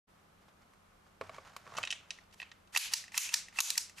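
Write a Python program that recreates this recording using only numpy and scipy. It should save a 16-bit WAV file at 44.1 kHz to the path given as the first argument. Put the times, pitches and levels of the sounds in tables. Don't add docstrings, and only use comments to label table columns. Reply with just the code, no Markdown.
import sys
import numpy as np
from scipy import signal
from scipy.fft import rfft, irfft
from scipy.io import wavfile
from scipy.ndimage import uniform_filter1d, minimum_filter1d

SR = 44100
rng = np.random.default_rng(int(sys.argv[2]) if len(sys.argv) > 2 else 0)


def store_pcm(level_fs):
    pcm = np.round(np.clip(level_fs, -1, 1) * 32767).astype(np.int16)
    wavfile.write(sys.argv[1], SR, np.atleast_2d(pcm).T)


N = 176400

# pitch_hz, level_db
CARDBOARD_COLOUR = [(59, -45), (100, 0.5), (330, -23), (605, -3), (845, -5), (1230, -3), (1400, -4),
                    (3360, -15.5), (6570, -18.5), (14800, -39.5)]
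# pitch_hz, level_db, t60_s
LOOSE_MODES = [(1890, -11.5, 0.037), (2628, -4, 0.027), (3070, -4.5, 0.021), (3850, -16, 0.067),
               (5920, -10, 0.015)]
# pitch_hz, level_db
LOOSE_OVERTONES = [(300, -40), (900, -10), (1800, -4.5), (2900, 1.5), (4400, 1), (6500, -2.5), (10300, -17),
                   (13000, -37)]


def amp(db):
    return 10 ** (np.asarray(db) / 20)


def unit_rms(x):
    return x / np.sqrt(np.mean(x ** 2) + 1e-20)


def curve_at(points, hz):
    point_hz, value = np.transpose(points)
    return np.interp(np.log(hz + 1), np.log(point_hz + 1), value)


def add(mix, start_s, sound):
    part = mix[:, round(start_s * SR):][:, :sound.shape[1]]
    part += sound[:, :part.shape[1]]


def mid_side(unrelated, width_db):
    side_colour = [(180, -3), (450, 6), (2200, 5.5), (4800, 3.5), (9000, 5)]
    mid, side = unrelated
    hz = np.fft.rfftfreq(len(mid), 1 / SR)
    side = irfft(rfft(side) * amp(width_db + curve_at(side_colour, hz)), len(mid))
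    return np.array([mid + side, mid - side]) / np.sqrt(1 + amp(2 * width_db))


def noise(spectrum, size, width_db, tilt=0):
    hz = np.fft.rfftfreq(size, 1 / SR)
    colour = amp(curve_at(spectrum, hz) + tilt * np.log2(np.maximum(hz, 300) / 3000))
    coloured = irfft(rfft(rng.standard_normal((2, size))) * colour, size)
    return unit_rms(mid_side(coloured, width_db))


def stick_slip(size, rough_db):
    flutter = unit_rms(uniform_filter1d(rng.standard_normal(size), size=90))
    return unit_rms(amp(rough_db * flutter))


def ring(modes, size, hold_s=0):
    t = np.arange(size) / SR
    out = np.zeros((2, size))
    for hz, db, t60 in modes:
        phase = 2 * np.pi * rng.random() + .2 * rng.standard_normal((2, 1))
        scatter_db = 2 * rng.uniform(-0.85, 1)
        envelope = amp(db + scatter_db - 60 * np.maximum(t - hold_s, 0) / t60)
        detuned_hz = hz * (1 + 0.01 * rng.standard_normal())
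        out += envelope * np.sin(2 * np.pi * detuned_hz * t + phase)
    return out


def strikes(rows, modes, overtones, ring_db, t60_s, width_db, rise_s, hold_s=0):
    favour_db, favour_octaves = 10, 0.27
    out, t = np.zeros((2, N)), np.arange(4096) / SR
    attack = np.minimum(t / rise_s, 1)
    decay = amp(-60 * np.maximum(t - hold_s, 0) / t60_s)
    for start_s, db, tilt, struck_hz in rows:
        crack = noise(overtones, len(t), width_db, tilt) * decay
        weighted = []
        for hz, mode_db, mode_t60 in modes:
            nearness = np.exp(-(np.log2(hz / struck_hz) / favour_octaves) ** 2)
            weighted.append((hz, mode_db + tilt * np.log2(hz / 3000) + favour_db * nearness, mode_t60))
        ringing = amp(ring_db) * ring(weighted, len(t), hold_s)
        add(out, start_s, amp(db) * attack * (crack + ringing))
    return out


def room_tone():
    hum_tones = [(90, -77.5), (169, -78), (200, -77.5)]
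    air_colour = [(15, -32), (25, -0.5), (90, -4), (124, -7.5), (167, -7), (224, -7), (292, -9), (334, -10),
                  (999, -10.5), (1240, -8.5), (1800, -16), (2230, -17), (4460, -23.5), (13000, -30.5),
                  (14800, -39)]
    t = np.arange(N) / SR
    hum = np.zeros(N)
    for hz, db in hum_tones:
        drift = np.cumsum(rng.standard_normal(N)) * 0.02536
        hum += amp(db) * np.sqrt(2) * np.sin(2 * np.pi * hz * t + drift)
    return amp(-65.5) * noise(air_colour, N, width_db=-6) + hum


def arm_rustle():
    rustles = [(0.407, 0.034, -68.5), (0.475, 0.027, -65), (0.605, .04, -66), (1.053, 0.039, -68)]
    out = np.zeros((2, N))
    for start_s, length_s, db in rustles:
        size = int(length_s * SR)
        rub = noise(CARDBOARD_COLOUR, size, width_db=-18) * stick_slip(size, rough_db=2)
        add(out, start_s, amp(db) * rub * np.sqrt(np.hanning(size)))
    return out


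def box_knocks():
    knocks = [(.735, -61.5, 4, 1100), (1.2112, -35.5, -1, 505), (1.2185, -48, -3.5, 1010),
              (1.2938, -42.5, -0.5, 630), (1.3828, -45.5, -2, 1370), (1.5642, -39, 4.5, 1600),
              (1.6655, -50.5, -1, 1500), (1.676, -55, -2, 1210), (1.721, -56, -3, 1100),
              (1.784, -32.5, 2.5, 1120)]
    modes = [(94.6, -31, 1), (256, -23.5, 0.07), (402, -13, 0.074), (522, -7, 0.047), (650, -7, 0.052),
             (912, -20, 0.091), (1126, 0, 0.031), (1310, -23, 0.017), (2260, 0, 0.017)]
    overtones = [(88, -49), (150, -33), (468, -6), (860, -8), (1140, 4.5), (1490, -3), (9050, -26),
                 (11600, -31), (14000, -38)]
    return strikes(knocks, modes, overtones, ring_db=-1.5, t60_s=0.032, width_db=-16, rise_s=0.00088)


def box_slide():
    drag = [(1.21, -66), (1.24, -60.5), (1.31, -64.5), (1.35, -54.5), (1.43, -62.5), (1.481, -55),
            (1.53, -65), (1.62, -63.5), (1.71, -57.5), (1.754, -53), (1.78, -45.5), (1.81, -52.5),
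            (1.9, -64.5), (2.05, -68), (2.252, -74)]
    slips_per_s, slip_spread_db, slip_t60_s = 350, 4.5, 0.021
    level_db = np.interp(np.arange(N) / SR, *np.transpose(drag), left=-120, right=-120)
    slipping = rng.random(N) < slips_per_s / SR
    slips = slipping * amp(slip_spread_db * np.minimum(rng.exponential(1, N), np.pi))
    grain = signal.lfilter([1], [1, -amp(-60 / (slip_t60_s * SR))], slips)
    friction = unit_rms(unit_rms(grain) + 1)
    return amp(level_db) * noise(CARDBOARD_COLOUR, N, width_db=-18) * friction


def grip_clinks():
    count, first_s, last_s = 22, 1.6, 2.7
    when, softness, octaves = rng.random((count, 3)).T
    start_s = first_s + when * (last_s - first_s)
    level_db = -64.5 - 3.5 * np.log(softness + 0.069)
    struck_hz = 1900 * 2 ** octaves
    clinks = zip(start_s, level_db, np.zeros(count), struck_hz)
    return strikes(clinks, LOOSE_MODES, LOOSE_OVERTONES,
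                   ring_db=-8, t60_s=0.036, width_db=-6, rise_s=0.0029)


def loose_rattle():
    clinks = [(1.7685, -38.5, 3.5, 6000), (1.7762, -39, 6, 3020), (1.8295, -37, 2, 3030),
              (1.836, -33.5, -7.5, 2700), (1.850, -40.5, 6, 2650), (1.873, -36, -3, 3880),
              (1.9042, -32.5, 2, 3100), (1.911, -35, 7, 3160), (1.9248, -32, -1, 3070),
              (2.1053, -33, 1, 5900), (2.4, -42, -6.5, 2530), (2.4165, -43.5, -6, 1960),
              (2.427, -42.5, -5.5, 2540), (2.5155, -46.5, -4.5, 1990)]
    return strikes(clinks, LOOSE_MODES, LOOSE_OVERTONES,
                   ring_db=1.5, t60_s=0.033, width_db=-17.5, rise_s=0.0013)


def pawl_ticks():
    ticks = [(2.186, -53.5, -6.5, 1850), (2.7485, -33, -1.5, 1850), (2.7612, -19.5, -4, 2680),
             (3.039, -47.5, -0.5, 1970), (3.079, -50.5, -3.5, 1930), (3.119, -47.5, -2, 2100),
             (3.143, -38.5, -2.5, 2020), (3.1515, -41, 3.5, 5610), (3.168, -42, -2, 2660),
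             (3.290, -37.5, -0.5, 2640), (3.483, -48.5, -2, 1980), (3.525, -55, -5, 2040),
             (3.5595, -51, -4, 2000), (3.571, -43, -1, 2620), (3.578, -49, 0, 2660),
             (3.5868, -24, -2.5, 2760), (3.754, -39.5, 5, 1900), (3.895, -46.5, 1, 2210),
             (3.983, -47.5, -4, 2680)]
    modes = [(820, -22, 0.026), (1163, -15, 0.024), (1857, -6, 0.025), (2030, -8.5, 0.029),
             (2650, -1, 0.02), (5480, -7, 0.014)]
    overtones = [(300, -69), (620, -23), (900, -10), (1900, -13), (2650, 1.5), (3400, -10), (6500, -3),
                 (10000, -14.5), (14800, -24)]
    return strikes(ticks, modes, overtones,
                   ring_db=-1.5, t60_s=0.031, width_db=-15.5, rise_s=0.002, hold_s=0.0005)


def linkage_scrape():
    scrapes = [(2.321, 0.026, -58.5), (2.359, 0.061, -59.5), (2.724, 0.054, -39), (2.911, 0.022, -39),
               (3.126, 0.07, -39), (3.31, 0.03, -40.5), (3.531, 0.085, -44.5), (3.758, 0.022, -41),
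               (3.957, 0.04, -49)]
    colour = [(300, -56), (900, 3), (2300, 5), (5500, 2), (9000, -1.5), (15000, -12)]
    rise_db = 22.5
    out = np.zeros((2, N))
    for start_s, length_s, db in scrapes:
        progress = np.linspace(0, 1, int(length_s * SR))
        rub = noise(colour, 4096, width_db=-12) * stick_slip(4096, rough_db=-0.5)
        add(out, start_s, rub[:, :len(progress)] * amp(db - rise_db * (1 - progress) ** 2))
    return out


def hammer_fall():
    falls = [(2.7736, -6, 2.5, 2440), (3.177, -6, 3.5, 2650), (3.604, -5.5, 3.5, 1150)]
    modes = [(1122, -15, 0.044), (1886, -22, 0.044), (2667, -13.5, 0.037), (4005, -2, 0.015),
             (6280, -8.5, 0.017), (7670, -12, 0.014)]
    overtones = [(300, -53), (600, -15), (1000, -4), (2600, -3.5), (4000, -3), (6800, -3.5), (8600, -13),
                 (11500, -9.5), (15000, -28.5)]
    spring_modes = [(2540, -34.5, 0.45)]
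    bounce_s, bounce_db = 0.0042, -8
    bounces = [(start_s + bounce_s, db + bounce_db, tilt, hz) for start_s, db, tilt, hz in falls]
    out = strikes(falls + bounces, modes, overtones,
                  ring_db=-7.5, t60_s=0.017, width_db=-15, rise_s=0.0002, hold_s=0.00096)
    for start_s, db, _, _ in falls:
        add(out, start_s, amp(db) * ring(spring_modes, SR))
    return out


def trigger_return():
    returns = [(2.9353, -18.5, 1, 5370, 0.0037), (3.3394, -18, 1, 4860, 0.0034),
               (3.7028, -19.5, 2.5, 3970, 0.00073), (3.7769, -20, 1.5, 5030, 0.004)]
    modes = [(919, -16.5, 0.054), (1850, -7, 0.013), (2893, -8.5, 0.018), (4070, -8.5, 0.014),
             (4750, -11, 0.0081), (5490, -12.5, 0.016)]
    overtones = [(300, -54), (700, -19), (1400, -11), (1900, -0.5), (3400, -2), (4600, 4.5), (6500, 5),
                 (8800, -4), (12000, -7), (15000, -16.5)]
    return sum(strikes([contact], modes, overtones,
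                       ring_db=-6, t60_s=0.02, width_db=-14.5, rise_s=0.0014, hold_s=chatter_s)
               for *contact, chatter_s in returns)


def room_tail(send, width_db):
    decay_times = [(200, 0.12), (1000, 0.38), (3000, 0.36), (6000, 0.27), (10000, 0.23), (15000, 0.13)]
    colour = [(200, -1), (1000, -2.5), (2600, 0), (5000, -0.5), (8000, 3), (15000, -1)]
    build_s, frames = .009, dict(nperseg=256, noverlap=192)
    hz, t, spectrum = signal.stft(send.mean(0), SR, **frames)
    hop_s, power = t[1], abs(spectrum) ** 2
    narrow, broad = uniform_filter1d(power, size=5, axis=0), uniform_filter1d(power, size=7, axis=0)
    fed = np.where(hz[:, None] < 3400, narrow, broad)
    fed = np.pad(fed, ((0, 0), (4, 0)))[:, :len(t)]
    build = np.exp(-hop_s / build_s)
    fed = signal.lfilter([1 - build], [1, -build], fed)
    retained = amp(-60 * hop_s / curve_at(decay_times, hz)) ** 2
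    stored = np.array([signal.lfilter([1 - k], [1, -k], band) for k, band in zip(retained, fed)])
    wash = signal.stft(rng.standard_normal((2, N)), SR, **frames)[2]
    wash /= np.sqrt(np.mean(abs(wash) ** 2))
    tail = wash * np.sqrt(abs(stored)) * amp(curve_at(colour, hz))[:, None]
    return mid_side(signal.istft(tail, SR, **frames)[1][:, :N], width_db)


def scene():
    handling = box_knocks() + box_slide() + arm_rustle() + loose_rattle() + grip_clinks()
    pulls = pawl_ticks() + linkage_scrape()
    snaps = hammer_fall() + trigger_return()
    direct = handling * amp([[-.9], [.9]]) + (pulls + snaps) * amp([[-.5], [.5]])
    send = amp(-13) * handling + amp(-12.5) * pulls + amp(-12) * snaps
    return direct + room_tail(send, width_db=-11.5) + room_tone()


def record(dry):
    limit_db, recover_db_per_s = -14, 196
    bass_hz, bass_extra_ratio, cutoff_hz = 660, 13, 15100
    t = np.arange(N) / SR
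    peak_db = 20 * np.log10(-minimum_filter1d(-abs(dry).max(0), size=60) + 1e-9)
    over_db = np.maximum(peak_db - limit_db, 0)
    recovery_db = t * recover_db_per_s
    duck_db = uniform_filter1d(np.maximum.accumulate(over_db + recovery_db) - recovery_db, size=40)
    hz = np.fft.rfftfreq(N, 1 / SR)
    bass = irfft(rfft(dry) / (1 + (hz / bass_hz) ** 8), N)
    limited = (dry - bass + bass * amp(-bass_extra_ratio * duck_db)) * amp(-duck_db)
    fade_in = np.clip((t - .07) / 0.023, 0, 1)
    lowpass = signal.firwin(255, cutoff_hz, window=("kaiser", 8), fs=SR)
    return signal.oaconvolve(limited * fade_in, lowpass[None], "same")


dry = scene()
out = record(dry)
store_pcm(out)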